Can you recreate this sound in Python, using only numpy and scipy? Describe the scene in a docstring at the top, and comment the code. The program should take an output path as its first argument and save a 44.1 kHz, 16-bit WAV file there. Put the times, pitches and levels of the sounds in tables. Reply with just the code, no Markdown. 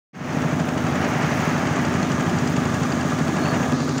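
"""On a building site, a single-cylinder engine chugs at the foot of a hoist, echoing between walls.
Each firing excites the resonances of the exhaust pipe. The winch turns a little slower than the engine
fires: it hums, rattles, grinds its gear teeth and scrapes once a turn. The skip rolls down the mast in
the first two seconds; later the winch knocks and squeals briefly. Near the end the listening spot
changes at once, and the tone with it."""
import sys
import numpy as np
from scipy import signal
from scipy.fft import rfft, irfft, next_fast_len
from scipy.io import wavfile

SR = 44100
rng = np.random.default_rng(int(sys.argv[2]) if len(sys.argv) > 2 else 0)


def put_to_file(sound):
    """Save the sound as 16-bit audio at rate SR, in the file named by the first command-line argument."""
    columns = np.atleast_2d(sound).T  # one column per channel
    safe = np.clip(columns, -1, 1)
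    whole_steps = np.round(safe * 32767)
    wavfile.write(sys.argv[1], SR, whole_steps.astype(np.int16))


N = 176400
T = np.arange(N) / SR

# engine speed (time [s], rate [firings/s])
FIRING_RATE = [(0, 12.65), (1.4, 12.67), (2.3, 12.679), (4, 12.679)]
# exhaust pipe resonances (frequency [Hz], bandwidth [Hz], gain [dB])
PIPE_MODES = [(152.1, 18.4, 0), (244.6, 20, 4), (298.3, 44.2, -3)]
# reflections from ground and walls (delay [s], gain [dB])
ECHOES = [(.0017, -4.5), (.0373, -7), (.053, -10)]
# engine turbulence (time [s], level [dB])
RUMBLE_LEVEL = [(.45, -28), (.7, -28.5), (2.1, -26), (2.35, -24.5), (2.5, -26.5)]
# its spectrum (frequency [Hz], gain [dB])
RUMBLE_SPECTRUM = [(25, -33.5), (52, -27.5), (80, -9), (112, -4.5), (160, -1), (215, -3), (285, -4),
                   (350, -7), (480, -22.5), (900, -56)]
# rattle of the casings (time [s], relative level [dB])
CLATTER_LEVEL = [(0.35, -32.5), (1.13, -30.5), (2.38, -32.5), (3.37, -31.5), (3.55, -28), (3.8, -33.5)]
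# response of the casings (frequency [Hz], gain [dB])
CASING_RESPONSE = [(200, -25.5), (390, 1.5), (480, -4), (600, 1.5), (760, 0.5), (950, -4.5), (1080, -4.5),
                   (1200, -2), (1480, -7.5), (1680, -5.5), (2100, -12.5), (3000, -18.5), (4200, -27.5),
                   (9000, -58.5)]
# the skip's rollers on the mast (time [s], level [dB])
SKIP_LEVEL = [(0, -26.5), (.74, -40), (.88, -32.5), (1.25, -29.5), (1.45, -29), (1.7, -31.5), (3.7, -40.5)]
# their spectrum (frequency [Hz], gain [dB])
SKIP_SPECTRUM = [(300, -20.5), (500, -7.5), (780, 4.5), (1000, 0), (1950, 1), (2700, -6.5), (3800, -18),
                 (6200, -14), (8000, -40)]
# rollers striking mast joints (time [s], level [dB])
SKIP_CLANKS = [(1.012, -27.5), (1.037, -32), (1.232, -24)]
# winch speed (time [s], rate [turns/s])
WINCH_RATE = [(0, 11.17), (3.2, 11.215), (3.6, 11.32)]
# grinding of the gears (time [s], level [dB])
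GRIND_LEVEL = [(0.8, -46), (1.29, -44), (2.02, -42.5), (3.42, -41)]
# its spectrum (frequency [Hz], gain [dB])
GRIND_SPECTRUM = [(2000, -12), (3300, 1.5), (4000, -2.5), (5200, -3.5), (6800, 1), (7800, -8.5),
                  (9000, -11), (10500, -24), (14000, -50)]
# fine sizzle of meshing teeth (time [s], level [dB])
SIZZLE_LEVEL = [(.35, -55.5), (1.25, -52.5), (1.4, -50), (1.7, -55.5), (2.5, -54.5), (4, -52)]
# its spectrum (frequency [Hz], gain [dB])
SIZZLE_SPECTRUM = [(4000, -14), (8500, -1.5), (10500, -6.5), (13800, -10), (14700, -2), (15400, 3),
                   (16000, -18)]
# hum of the winch drive (frequency [Hz], level [dB])
HUM_PARTIALS = [(89.8, -42), (185, -42), (393, -48), (448, -49)]
# slack knocking the winch housing (time [s], peak level [dB])
KNOCKS = [(1.501, -37), (1.596, -23), (1.779, -25), (2.585, -21), (2.686, -24), (2.853, -21.5),
          (3.122, -17.5), (3.386, -20)]
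# housing resonances (frequency [Hz], bandwidth [Hz], gain [dB])
HOUSING_MODES = [(1194, 36, 2), (1670, 28, -6)]
# once-a-turn scrape (time [s], level [dB])
SCRAPE_LEVEL = [(.3, -51), (.69, -46), (.96, -46.5), (1.5, -50), (1.8, -44.5), (2.55, -44), (3.7, -47.5),
                (4, -41)]
# resonances of the scraped steel (frequency [Hz], bandwidth [Hz], gain [dB])
SCRAPE_MODES = [(1820, 100, -8), (2330, 130, 0), (2790, 260, 9), (4680, 330, 4.5), (5630, 240, -0.5),
                (6800, 350, 5.5)]
# resonances of the dry gears (frequency [Hz], bandwidth [Hz], gain [dB])
CHIRP_MODES = [(6010, 99, 5.5), (6570, 480, 4)]
# friction squeals (start [s], duration [s], frequency [Hz], level [dB])
SQUEALS = [(3.395, .06, 4270, -40), (3.42, .12, 4430, -43), (3.475, .03, 4390, -40),
           (3.613, .02, 6300, -38), (2.74, .02, 12900, -59)]
# ringing of the steel frame (time [s], level [dB])
FRAME_LEVEL = [(.35, -57), (1.8, -36.5), (2.4, -37), (3.7, -37.5), (4, -67)]
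# frame resonances (frequency [Hz], bandwidth [Hz], gain [dB])
FRAME_MODES = [(552, 10, -2.5), (612, 47, -4), (775, 20, 0), (1192, 99, 5), (1682, 33, 8)]
# change of tone at the second listening spot (frequency [Hz], gain [dB])
SECOND_SPOT = [(90, -4.5), (150, 0.5), (195, -11.5), (252, 3), (320, -3.5), (430, 3), (650, -4),
               (1200, 1.5), (3150, -3.5), (4250, 5), (7000, -1.5), (13500, -5)]


def exhaust(firings, level_db=-24.5, low_cut_hz=78):
    """Resonance and reflection: each firing rings the pipe and returns from the ground and walls."""
    pulses = cyclic_clicks(firings, places=np.zeros(1), sizes=1, spread_db=0.9)
    puffs = resonate(pulses, PIPE_MODES)
    direct = signal.sosfilt(signal.butter(3, low_cut_hz, "high", fs=SR, output="sos"), puffs)
    reflected = sum(from_db(db) * delayed(direct, delay_s) for delay_s, db in ECHOES)
    return from_db(level_db) * low_pass(direct + reflected, hz=1800)


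def rumble(firings, depth=0.095, lag_cycles=0.33):
    """Turbulence: the engine's low flow noise swells after each firing."""
    throb = 1 + depth * np.cos(2 * np.pi * (firings - lag_cycles))
    return from_db(in_time(RUMBLE_LEVEL)) * colour(throb * rng.standard_normal(N), RUMBLE_SPECTRUM)


def clatter(firings, winch_turns, depth=0.29, lag_turns=0.12):
    """Impact excitation: engine contacts, winch contacts and loose parts shake the casings."""
    throb = 1 + depth * np.cos(2 * np.pi * (winch_turns - lag_turns))
    loose_hits = from_db(-0.5) * grains(per_s=3500, spread_db=1.5) * throb
    engine_hits = from_db(-2) * contacts(firings, spread_db=2.0, count=90)
    winch_hits = from_db(-4) * contacts(winch_turns, spread_db=0.0, count=70)
    hits = engine_hits + winch_hits + loose_hits
    return from_db(in_time(CLATTER_LEVEL)) * np.std(hits) * colour(hits, CASING_RESPONSE)


def skip(clank_decay_s=0.021):
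    """Rolling contact: rollers rattle down the steel mast and clank over its joints."""
    clanks = sum(from_db(db) * (T > s) * np.exp(-np.abs(T - s) / clank_decay_s) for s, db in SKIP_CLANKS)
    envelope = np.hypot(from_db(in_time(SKIP_LEVEL)), clanks)  # the powers add
    return envelope * colour(grains(per_s=3500, spread_db=2.0), SKIP_SPECTRUM)


def gears(winch_turns, teeth=12, grind_depth=0.15, sizzle_depth=0.55):
    """Amplitude modulation: friction noise pulses as each tooth meshes; the drive hums below."""
    mesh = rms_one(.5 + .5 * np.cos(2 * np.pi * teeth * winch_turns))
    coarse = grains(per_s=7000, spread_db=2.0) * (1 - grind_depth + grind_depth * mesh)
    fine = grains(per_s=8500, spread_db=7.5) * (1 - sizzle_depth + sizzle_depth * mesh)
    grind = from_db(in_time(GRIND_LEVEL)) * colour(coarse, GRIND_SPECTRUM)
    sizzle = from_db(in_time(SIZZLE_LEVEL)) * colour(fine, SIZZLE_SPECTRUM)
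    hum = sum(from_db(db) * np.sqrt(2) * np.sin(2 * np.pi * (hz * T + rng.random()))
              for hz, db in HUM_PARTIALS)
    return grind + sizzle + hum


def knocks():
    """Impulse response: slack in the drive is taken up with a knock that rings the housing."""
    ring = resonate(signal.unit_impulse(N), HOUSING_MODES)
    return sum(from_db(db) * delayed(ring, s) for s, db in KNOCKS) / np.abs(ring).max()


def scrape(winch_turns, time_constant_s=0.0018, spread_db=1.5, wander_s=0.0004):
    """Frictional excitation: a high spot rubs once a turn, ringing each steel mode unevenly."""
    age = winch_turns % 1 / in_time(WINCH_RATE) / time_constant_s
    rub = age ** 2 * np.exp(-age) * rng.standard_normal(N)
    rings = sum(resonate(rub * from_db(spread_db * drift(per_s=12)), [mode]) for mode in SCRAPE_MODES)
    wavering = np.interp(T + wander_s * drift(per_s=50), T, rings)  # a varying delay bends the pitch
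    return from_db(in_time(SCRAPE_LEVEL)) * low_pass(wavering, hz=8200)


def chirps(spread_db=2.5, relative_db=-5.5):
    """Modal resonance: the dry gears chirp in uneven bursts on their high modes."""
    bursts = 0
    for mode in CHIRP_MODES:
        friction = grains(per_s=2400, spread_db=0.5) * from_db(spread_db * drift(per_s=40))
        bursts += resonate(friction, [mode])
    return from_db(in_time(GRIND_LEVEL) + relative_db) * low_pass(bursts, hz=7500)


def squeals(wobble_hz=70, roughness=0.35):
    """Friction-induced vibration: brief, rough tones of unsteady pitch."""
    sound = 0
    for start, length, hz, db in SQUEALS:
        progress = np.clip((T - start) / length, 0, 1)
        swell = np.sqrt(np.abs(np.sin(np.pi * progress)))
        tone = np.sin(2 * np.pi * np.cumsum(hz + wobble_hz * drift(per_s=380)) / SR)
        sound += from_db(db) * swell * rms_one(tone * (1 + roughness * drift(per_s=120)))
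    return sound


def frame():
    """Forced vibration: small random knocks keep the steel frame ringing."""
    ringing = resonate(grains(per_s=820, spread_db=4.5), FRAME_MODES)
    return from_db(in_time(FRAME_LEVEL)) * low_pass(ringing, hz=2160)


def cycles(rate, first_s):
    """Phase as the integral of rate, in cycles counted from first_s."""
    phase = np.cumsum(in_time(rate)) / SR
    return phase - np.interp(first_s, T, phase)


def cyclic_clicks(phase, places, sizes, spread_db):
    """Impulse train: clicks at the same places in every cycle, their strength scattered by spread_db."""
    when = np.arange(-1, int(phase[-1]) + 1)[:, None] + places
    strength = sizes * from_db(spread_db * rng.standard_normal(when.shape))
    inside = (when > phase[0]) & (when < phase[-1])
    return np.bincount(np.searchsorted(phase, when[inside]), strength[inside], N)


def contacts(phase, spread_db, count):
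    """Periodic excitation: a machine's own pattern of small contacts recurs every cycle."""
    places = (np.arange(count) + rng.random(count)) / count
    return rms_one(cyclic_clicks(phase, places, rng.standard_normal(count), spread_db))


def grains(per_s, spread_db):
    """Shot noise: random clicks of uneven size; rms 1."""
    sizes = from_db(spread_db * np.minimum(rng.exponential(1, N), 4)) * rng.choice([-1, 1], N)
    return rms_one(sizes * (rng.random(N) < per_s / SR))


def drift(per_s):
    """Random modulation: a line through per_s random values a second; rms 1."""
    return rms_one(np.interp(T * per_s, np.arange(2000), rng.standard_normal(2000)))


def resonate(x, modes):
    """Modal superposition: parallel resonances with alternating signs."""
    return sum((-1) ** k * from_db(db) * signal.lfilter(*signal.iirpeak(hz, hz / width, fs=SR), x + 1e-18)
               for k, (hz, width, db) in enumerate(modes))


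def equalise(x, gains):
    """Minimum-phase filtering: folding the cepstrum makes the given response causal."""
    size = next_fast_len(N + 8192, real=True)
    hz, db = np.transpose(gains)
    bin_hz = np.maximum(np.arange(size // 2 + 1) * SR / size, 1)
    magnitude = from_db(np.interp(np.log(bin_hz), np.log(hz), db))
    cepstrum = irfft(np.log(magnitude), size)
    cepstrum[1:size // 2] *= 2
    cepstrum[size // 2 + 1:] = 0
    return irfft(rfft(x, size) * np.exp(rfft(cepstrum)), size)[:N]


def colour(x, spectrum):
    """Spectral shaping; rms 1."""
    return rms_one(equalise(x, spectrum))


def low_pass(x, hz):
    """Steep attenuation above hz; rms 1."""
    return rms_one(signal.sosfilt(signal.butter(6, hz, fs=SR, output="sos"), x))


def delayed(x, delay_s):
    """Pure time delay."""
    return np.interp(T - delay_s, T, x, left=0)


def in_time(rows):
    """Linear interpolation of a control curve at every sample."""
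    return np.interp(T, *np.transpose(rows))


def from_db(db):
    """Amplitude ratio of a level in decibels."""
    return 10 ** (np.asarray(db) / 20)


def rms_one(x):
    """Normalisation to unit power."""
    return x / np.sqrt(np.mean(x ** 2) + 1e-20)


def scene(move_s=3.725):
    """Superposition: engine, winch and skip heard from the roof slab, then from a second spot."""
    moved = T > move_s
    unbroken_firings = cycles(FIRING_RATE, first_s=0.0505)
    firings = unbroken_firings + 0.42 * moved  # the rhythms jump by part of a cycle at the move
    winch_turns = cycles(WINCH_RATE, first_s=0.059) + 0.07 * moved
    site = (exhaust(firings) + rumble(firings) + clatter(unbroken_firings, winch_turns) + frame()
            + skip() + gears(winch_turns) + chirps() + scrape(winch_turns) + knocks() + squeals())
    return np.where(moved, equalise(site, SECOND_SPOT), site)[None]


def record(dry, silence_s=0.13, fade_s=0.27, fade_from_db=-19, cutoff_hz=15800):
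    """Gating and band limiting: the sound fades in after a brief silence, its highest treble cut."""
    gate = np.clip((T - silence_s) / 0.02, 0, 1)
    risen = np.clip((T - silence_s) / fade_s, 0, 1)
    fade = gate * from_db(fade_from_db * (1 - risen) ** 1.82)
    return signal.sosfilt(signal.ellip(12, .1, 90, cutoff_hz, fs=SR, output="sos"), dry * fade)


dry = scene()
out = record(dry)
put_to_file(out)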